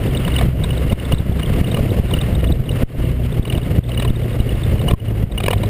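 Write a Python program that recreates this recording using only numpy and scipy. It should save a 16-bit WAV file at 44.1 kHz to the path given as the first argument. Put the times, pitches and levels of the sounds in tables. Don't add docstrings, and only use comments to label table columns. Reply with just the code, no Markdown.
import sys
import numpy as np
from scipy import signal
from scipy.fft import rfft, irfft, next_fast_len
from scipy.io import wavfile
from scipy.ndimage import uniform_filter1d

SR = 44100
rng = np.random.default_rng(int(sys.argv[2]) if len(sys.argv) > 2 else 0)


def volts(x):
    e = np.asarray(x, float) / 20
    return 10 ** e


def master_out(mix):
    frames = np.transpose(np.atleast_2d(mix))
    ceiling = np.clip(frames, -1, 1)
    pcm = np.round(ceiling * 32767).astype(np.int16)
    wavfile.write(sys.argv[1], SR, pcm)


N = 250929

# (multiple of the engine order, level [dB])
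FAINT_ORDERS = [(.5, -30), (1.5, -28.5), (2.5, -31), (3, -39.5), (4, -35.5), (6, -46.5)]
# (time [s], frequency [Hz])
ENGINE_HZ = [(0, 63.5), (.4, 64), (1.5, 62.3), (2.8, 61.4), (4, 60), (4.5, 57), (5.3, 52.3), (5.7, 51.3)]
# (time [s], first order [dB], second order [dB])
DRONE_DB = [(0, -30, -25.5), (.3, -20, -20.5), (.75, -22.5, -26), (1.1, -16, -26), (1.4, -22, -33),
            (1.62, -35, -24), (1.9, -36, -21.5), (2.1, -23, -30), (2.5, -19, -26), (2.76, -44, -18),
            (3.1, -18, -23), (3.45, -26, -25.5), (3.9, -19, -16), (4.4, -30, -19.5), (4.75, -24, -25.5),
            (5.1, -30, -18), (5.4, -17, -18), (5.7, -33, -18.5)]
# (frequency [Hz], density [dB per Hz])
WIND_SPECTRUM = [(15, -7), (25, -3.5), (60, -9), (120, -8.5), (180, -14), (300, -21), (480, -22.5),
                 (700, -30.5), (900, -43.5), (1500, -61)]
# (frequency [Hz], density [dB per Hz])
ROAR_SPECTRUM = [(300, 1.5), (700, -4), (900, -1), (1100, 1.5), (1540, -1.5), (2150, 2), (2450, -3),
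                 (2850, 2), (3300, -5.5), (4200, -12), (5000, -14.5), (5900, -21.5)]
# (time [s], buffeting [dB], road roughness [dB])
DRIVE_DB = [(0, -1.5, -1), (.4, -4.5, 4.5), (.52, 0.5, -3.5), (.72, -4, 0), (1.05, -1.5, 3.5),
            (1.32, -3.5, -1.5), (1.7, 2, 4), (1.92, 1, 0), (2.2, -1, 3), (2.55, -1, -4), (2.85, -1, 4.5),
            (3.15, -4, -5.5), (3.55, -0.5, 2.5), (3.92, -2, -1), (4.4, -2.5, -1.5), (4.85, -1.5, 0.5),
            (5.15, -1.5, -3.5), (5.7, -2, -1.5)]
# (time [s], push, pull just before it, gain drop [dB])
GUST_SLAPS = [(0.4377, 0.54, 0.57, -2), (.487, 0.65, 0.31, -3), (0.8534, .6, 0.22, -3),
              (0.9309, 0.99, 0.31, -10.5), (1.132, 0.78, -0.21, 3.5), (1.1394, 1, 0.43, -8.5),
              (1.2065, 0.59, 0.32, -3.5), (1.297, 0.72, 0.3, 0), (1.6145, -0.84, -0.2, -7.5),
              (1.809, 0.81, -0.046, 0.5), (1.9993, 1, 0.31, -6.5), (2.1504, 0.6, 0.33, -1.5),
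              (2.185, -0.57, -0.0018, -1.5), (2.3284, 0.68, -0.026, -1.5), (2.528, 0.13, 0.74, -4.5),
              (2.6094, -0.046, 0.57, -6), (2.8353, 1, 0.0056, -25), (2.987, 0.4, -0.21, 5),
              (3.397, 0.94, 0.17, -11.5), (3.5404, 0.5, 0.44, -3.5), (3.5787, 0.68, 0.018, -3.5),
              (3.7912, 0.8, 0.69, -14), (4.1065, 1, -0.31, -5), (4.4034, 1, -0.038, -2),
              (4.7445, -0.69, -0.4, -3), (4.9199, 0.89, -0.038, -4), (4.938, 1, 0.62, -16),
              (5.2423, 0.29, 0.71, -11.5)]
# (time [s], peak [dB])
LONE_SQUEAKS = [(.149, -19.5), (.3187, -23), (.386, -29), (.6155, -34), (.7682, -33), (.8973, -25),
                (.9991, -27.5), (1.645, -23.5), (1.8911, -30), (2.138, -14.5), (2.189, -20.5), (2.391, -30),
                (2.4882, -30), (3.051, -32.5), (3.5, -17), (3.5516, -22), (3.6162, -30.5), (3.9185, -23),
                (4.0776, -25), (4.3076, -33), (4.4, -26), (4.4915, -24), (4.7935, -27), (5.0, -36.5),
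                (5.0843, -31), (5.4076, -36), (5.435, -29), (5.4825, -34), (5.632, -29)]
# (time [s], peak [dB], frequency [Hz])
LONE_CHIRPS = [(.072, -33, 3450), (.172, -19.5, 3610), (.4365, -33.5, 3650), (.7772, -25, 3800),
               (1.0505, -26.5, 3490), (1.145, -30, 3880), (1.1833, -26.5, 3800), (1.4606, -22.5, 3250),
               (1.5713, -36, 3480), (1.671, -30, 3770), (1.9046, -28, 3790), (2.136, -35, 3800),
               (2.164, -28, 3770), (2.4074, -36, 3800), (2.4726, -29, 3470), (2.5215, -23.5, 3830),
               (2.715, -25, 3800), (3.3228, -33, 3500), (3.4273, -33, 3470), (3.524, -28, 3560),
               (3.6321, -33, 3760), (3.8373, -36.5, 3470), (4.0986, -32, 3500), (4.1587, -34, 3700),
               (4.3305, -37.5, 3700), (4.4044, -33, 3890), (4.6351, -24, 3540), (5.463, -25, 3800),
               (5.536, -27, 3600), (5.582, -31, 3840)]
# (time [s], knock [dB], weight [dB], squeak [dB])
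FORE_KNOCKS = [(0.2468, -29, 0, -18), (0.3607, -30, -2, -13), (.41, -11, 2.5, -45), (0.7038, -26, 3, -19.5),
               (1.119, -13.5, 6, -17.5), (1.428, -28, -9, -19.5), (1.742, -15, 0, -19),
               (2.4403, -19.5, -2, -25), (2.689, -30, 0, -20.5), (3.4505, -23, -4, -24),
               (3.5233, -16.5, -6, -33), (3.9725, -24, 4, -18.5), (4.021, -16, -5, -21),
               (4.7796, -21.5, 0, -47), (4.881, -14.5, 5, -15.5), (4.9348, -22, 11, -50),
               (5.3752, -16.5, 0, -17.5), (5.4585, -9, -4, -20.5), (5.5057, -9, 1, -17),
               (5.53, -9.5, 4, -34)]
# (time [s], knock [dB], weight [dB], chirp [dB], chirp [Hz])
AFT_KNOCKS = [(.2785, -19, 3, -26, 3590), (.339, -28, 0, -28, 3780), (0.386, -14, 0, -16.5, 3520),
              (0.6389, -16.5, 3, -18.5, 3770), (0.924, -15.5, 2, -33.5, 3700), (1.3939, -18, -4, -32, 3600),
              (1.716, -20, -3, -25.5, 3700), (1.7675, -17.5, 3, -33, 3800), (2.11, -17.5, 11, -25, 3580),
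              (2.2146, -23, 0, -21, 3700), (2.353, -33, 11, -27, 3700), (3.477, -27, 9, -30.5, 3860),
              (3.5781, -20, 9, -26, 3580), (3.891, -23, 6, -32, 3800), (3.9455, -28, -4, -29.5, 3800),
              (3.997, -17, -4, -25.5, 3910), (4.0483, -14.5, 2, -30, 3940), (4.8144, -19, 13, -29.5, 3660),
              (4.9096, -11, 6, -25.5, 3490), (5.32, -26, 1, -31, 3800), (5.4017, -12.5, 6, -31, 3720),
              (5.437, -11, -2, -23, 3790), (5.6334, -11.5, 3, -27, 3800)]
# (frequency [Hz], level [dB], t60 [s])
HOUSING_MODES = [(537, 1, 0.0087), (710, -1, 0.015), (1088, -4, 0.018), (1256, -7, 0.0062),
                 (1780, -4, 0.0069), (2366, 2.5, 0.007), (3000, -7, 0.017), (3800, -18.5, 0.031),
                 (4760, -32, 0.0038), (5700, -34, .005)]
# (time [s], peak [dB])
CLAMP_SLAM = (5.4828, -1.5)
# (frequency [Hz], level [dB], t60 [s])
CLAMP_MODES = [(540, 2.5, 0.0074), (960, -4, 0.013), (1710, -9, 0.013), (2440, -3, 0.021),
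               (4700, -12, 0.0039)]
# (frequency [Hz], density [dB per Hz])
SIDE_SPECTRUM = [(18, -34), (30, 2), (211, -6), (1170, -18.5), (4420, -28), (6040, -34), (7430, -29),
                 (13200, -37), (15000, -41)]

SQUEAK_MS, CHIRP_MS, KNOCK_MS, LENGTH_SPREAD = 8.55, 8.34, 6.94, 0.21


def evened(x):
    return x / np.sqrt(np.mean(x ** 2) + 1e-20)


def add(mix, at_s, sound):
    part = mix[round(at_s * SR):][:len(sound)]
    part += sound[:len(part)]


def read(points, hz):
    f, value = np.transpose(points)
    return np.interp(np.log(hz + 1), np.log(f + 1), value)


def coloured(x, points):
    size = next_fast_len(N)
    gain = volts(read(points, np.fft.rfftfreq(size, 1 / SR)))
    return evened(irfft(rfft(x, size) * gain, size)[:N])


def wander(top_hz):
    size = next_fast_len(N)
    hz = np.fft.rfftfreq(size, 1 / SR)
    spectrum = rfft(rng.standard_normal(size)) / (1 + (hz / top_hz) ** 4)
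    return evened(irfft(spectrum, size)[:N])


def curve(rows, column):
    rows = np.array(rows)
    return np.interp(np.arange(N) / SR, rows[:, 0], rows[:, column])


def varied(value, spread, count):
    return value * np.exp(spread * np.clip(rng.standard_normal(count), -2, 2))


def engine(waver_db=3, jitter=0.0111):
    turns = np.cumsum(curve(ENGINE_HZ, column=1) * (1 + jitter * wander(top_hz=7.25))) / SR
    out = np.zeros(N)
    for order, db in FAINT_ORDERS:
        level = volts(db + waver_db * wander(top_hz=3.6))
        out += level * np.sin(2 * np.pi * (order * turns + rng.random()))
    for order in (1, 2):
        level = volts(curve(DRONE_DB, column=order) + 1.47 * wander(top_hz=9.4))
        out += level * np.sin(2 * np.pi * order * turns)
    return np.sqrt(2) * out


def creaks(count=70, base_db=-39, spread_db=2.5, low_hz=2747, high_hz=4010):
    when, size, pitch = rng.random((count, 3)).T
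    at_s = when * (N / SR - .03)
    level_db = base_db - spread_db * np.log(size + .05)
    hz = low_hz + (high_hz - low_hz) * pitch ** 1.5
    return np.column_stack([at_s, level_db, hz, varied(CHIRP_MS, 2 * LENGTH_SPREAD, count)])


def rubs(squeak_hz=2890, hz_spread=.004, squeak_lag_s=.0033, chirp_lead_s=.001):
    low = LONE_SQUEAKS + [(s + squeak_lag_s, db) for s, _, _, db in FORE_KNOCKS]
    high = LONE_CHIRPS + [(s - chirp_lead_s, db, hz) for s, _, _, db, hz in AFT_KNOCKS]
    low_hz = varied(squeak_hz, hz_spread, len(low))
    low = np.column_stack([low, low_hz, varied(SQUEAK_MS, LENGTH_SPREAD, len(low))])
    return low, np.column_stack([high, varied(CHIRP_MS, LENGTH_SPREAD, len(high))])


def squeaks(events, overtone_db, rough, glide, gain_db, twin):
    out, t = np.zeros(N), np.arange(0, .02, 1 / SR)
    for (s, db, hz, ms), tilt in zip(events, rng.uniform(-1.1, 1, len(events))):
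        u = np.clip(1000 * t / ms, 0, 1)
        swell = np.sin(np.pi * u ** 0.63)
        turns = np.cumsum(hz * (1 + glide * tilt * (u - .5))) / SR
        grit = rough * evened(uniform_filter1d(rng.standard_normal(len(t)), size=40))
        wobble = rough * evened(uniform_filter1d(rng.standard_normal(len(t)), size=40))
        tone = np.sin(2 * np.pi * turns + wobble) + volts(overtone_db) * np.sin(4 * np.pi * turns)
        twin_ratio = 1 + 0.057 * np.sign(3700 - hz)
        tone += twin * np.sin(2 * np.pi * turns * twin_ratio)
        add(out, s - .001, volts(db + gain_db) * swell * (1 + grit) * tone)
    return out


def knocks(spread_db=1.5, gain_db=2, bounces_per_s=3500):
    out, t = np.zeros(N), np.arange(0, .03, 1 / SR)
    events = FORE_KNOCKS + AFT_KNOCKS
    for (s, db, weight_db, *_), ms in zip(events, varied(KNOCK_MS, LENGTH_SPREAD, len(events))):
        ring = np.zeros(len(t))
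        for hz, level_db, t60_s in HOUSING_MODES:
            mode_db = level_db + weight_db * (hz < 1200) + spread_db * rng.standard_normal()
            mode_hz = hz * rng.uniform(0.9, 1.048)
            ring += volts(mode_db - 60 * t / t60_s) * np.sin(2 * np.pi * mode_hz * t)
        u = 1000 * t / ms
        bounces = (rng.random(len(t)) < bounces_per_s / SR) * rng.standard_normal(len(t))
        bounces *= (0.31 + 4 * u) * np.exp(-2.2 * u ** 1.34)
        first_contact = 0.18 * (t == 0)
        hit = signal.fftconvolve(bounces + first_contact, ring)[:len(t)]
        add(out, s, volts(db + gain_db) * hit / abs(hit).max())
    return out


def slam(rebound_s=0.00182, rebound_db=-0.5):
    out, t = np.zeros(N), np.arange(0, .03, 1 / SR)
    at_s, peak_db = CLAMP_SLAM
    ring = -sum(volts(db - 60 * t / t60_s) * np.sin(2 * np.pi * hz * t) for hz, db, t60_s in CLAMP_MODES)
    ring /= abs(ring).max()
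    add(out, at_s, volts(peak_db) * ring)
    add(out, at_s + rebound_s, volts(peak_db + rebound_db) * ring)
    return out


def surge(gather_s=0.031, gather_db=4):
    t, out = np.arange(-.1, .004, 1 / SR), np.zeros(N)
    for s, push, *_ in GUST_SLAPS:
        add(out, s - .1, gather_db * abs(push) * np.exp(-(t / gather_s) ** 2))
    return out


def wind_and_roar(wind_db=-14, roar_db=-34.5, lumps_db=3.0, shared=0.16, flutter_db=2.0,
                  bite_db=0.57, bite_per_road_db=0.42):
    lumps, road_db = wander(top_hz=44.0), curve(DRIVE_DB, column=2)
    wind = coloured(rng.standard_normal(N) * volts(lumps_db * lumps), WIND_SPECTRUM)
    upper = signal.sosfiltfilt(signal.butter(2, 170, "high", fs=SR, output="sos"), wind)
    wind = wind + upper * (volts(bite_db + bite_per_road_db * road_db + surge()) - 1)
    stir_db = shared * lumps_db * lumps + flutter_db * wander(top_hz=45.0)
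    roar = coloured(rng.standard_normal(N), ROAR_SPECTRUM) * volts(stir_db)
    return volts(wind_db + curve(DRIVE_DB, column=1)) * wind + volts(roar_db + road_db) * roar


def ducking(attack_s=0.0065, release_s=0.097):
    t, drop_db = np.arange(-.004, .6, 1 / SR) + .004, np.zeros(N)
    shape = (1 - np.exp(-t / attack_s)) * np.exp(-(t / release_s) ** 0.97)
    for s, _, _, db in GUST_SLAPS:
        add(drop_db, s - .003, db * shape / shape.max())
    return volts(drop_db)


def swamped(width_s=.0035, share=.75):
    t, out = np.arange(-.015, .015, 1 / SR), np.zeros(N)
    for s, *_ in GUST_SLAPS:
        add(out, s - .017, share * np.exp(-(t / width_s) ** 2 / 2))
    return 1 - np.clip(out, 0, 1)


def slaps(rise_s=.0009, fall_s=.0022, lead_s=.0036, pull_width_s=.0014):
    out, t = np.zeros(N), np.arange(-.01, .03, 1 / SR)
    push = np.where(t < 0, np.exp(-(t / rise_s) ** 2 / 2), np.exp(-(abs(t) / fall_s) ** 1.2))
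    pull = np.exp(-((t + lead_s) / pull_width_s) ** 2 / 2)
    for s, push_level, pull_level, _ in GUST_SLAPS:
        add(out, s - .01, push_level * push - pull_level * pull)
    return out


def scene():
    bed = (engine() + wind_and_roar()) * ducking()
    bed = signal.sosfilt(signal.butter(3, 36, "high", fs=SR, output="sos"), bed)
    bed = 0.69 * np.tanh(bed / 0.72)
    rumble = signal.sosfiltfilt(signal.butter(2, 700, fs=SR, output="sos"), bed)
    bed -= (1 - swamped()) * rumble
    low_rubs, high_rubs = rubs()
    low_joint = squeaks(low_rubs, overtone_db=-26.0, rough=0.074, glide=0.062, gain_db=-0.7, twin=0.046)
    high_joint = squeaks(high_rubs, overtone_db=-40, rough=0.12, glide=0.041, gain_db=-2.5, twin=0.63)
    faint_slips = squeaks(creaks(), overtone_db=-40, rough=0.3, glide=0.1, gain_db=0.1, twin=0.32)
    rattle = low_joint + high_joint + knocks() + slam() + ducking() * faint_slips
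    mix = signal.sosfilt(signal.butter(1, 8, "high", fs=SR, output="sos"), bed + slaps() + rattle)
    return np.tile(mix, (2, 1))


def roll_off(x):
    return signal.sosfilt(signal.butter(12, 16570, fs=SR, output="sos"), x)


def record(dry, converter_hz=12000, edge_hz=15450, side_db=-48.5, side_per_fall_db=1.5):
    coarse = signal.resample_poly(np.clip(dry[0], -1, 1), converter_hz // 300, SR // 300)
    held = signal.resample_poly(np.repeat(coarse, 4), 147, 160)
    held = np.pad(held, (0, N))[2:N + 2]
    band_limit = signal.firwin(255, edge_hz, window=("kaiser", 7), fs=SR)
    held = signal.oaconvolve(held, band_limit, "same")
    level = np.sqrt(abs(uniform_filter1d(held ** 2, size=1024)))
    gain_db = uniform_filter1d(20 * np.log10(ducking()), size=800)
    falling_db = np.clip(-441 * np.gradient(gain_db), 0, 9)
    side_gain = volts(side_db + side_per_fall_db * falling_db + 6.4 * wander(top_hz=30))
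    side = side_gain * level * coloured(rng.standard_normal(N), SIDE_SPECTRUM)
    finished = np.clip([held + side, held - side], -1, 1)
    return roll_off(finished)


dry = scene()
out = record(dry)
master_out(out)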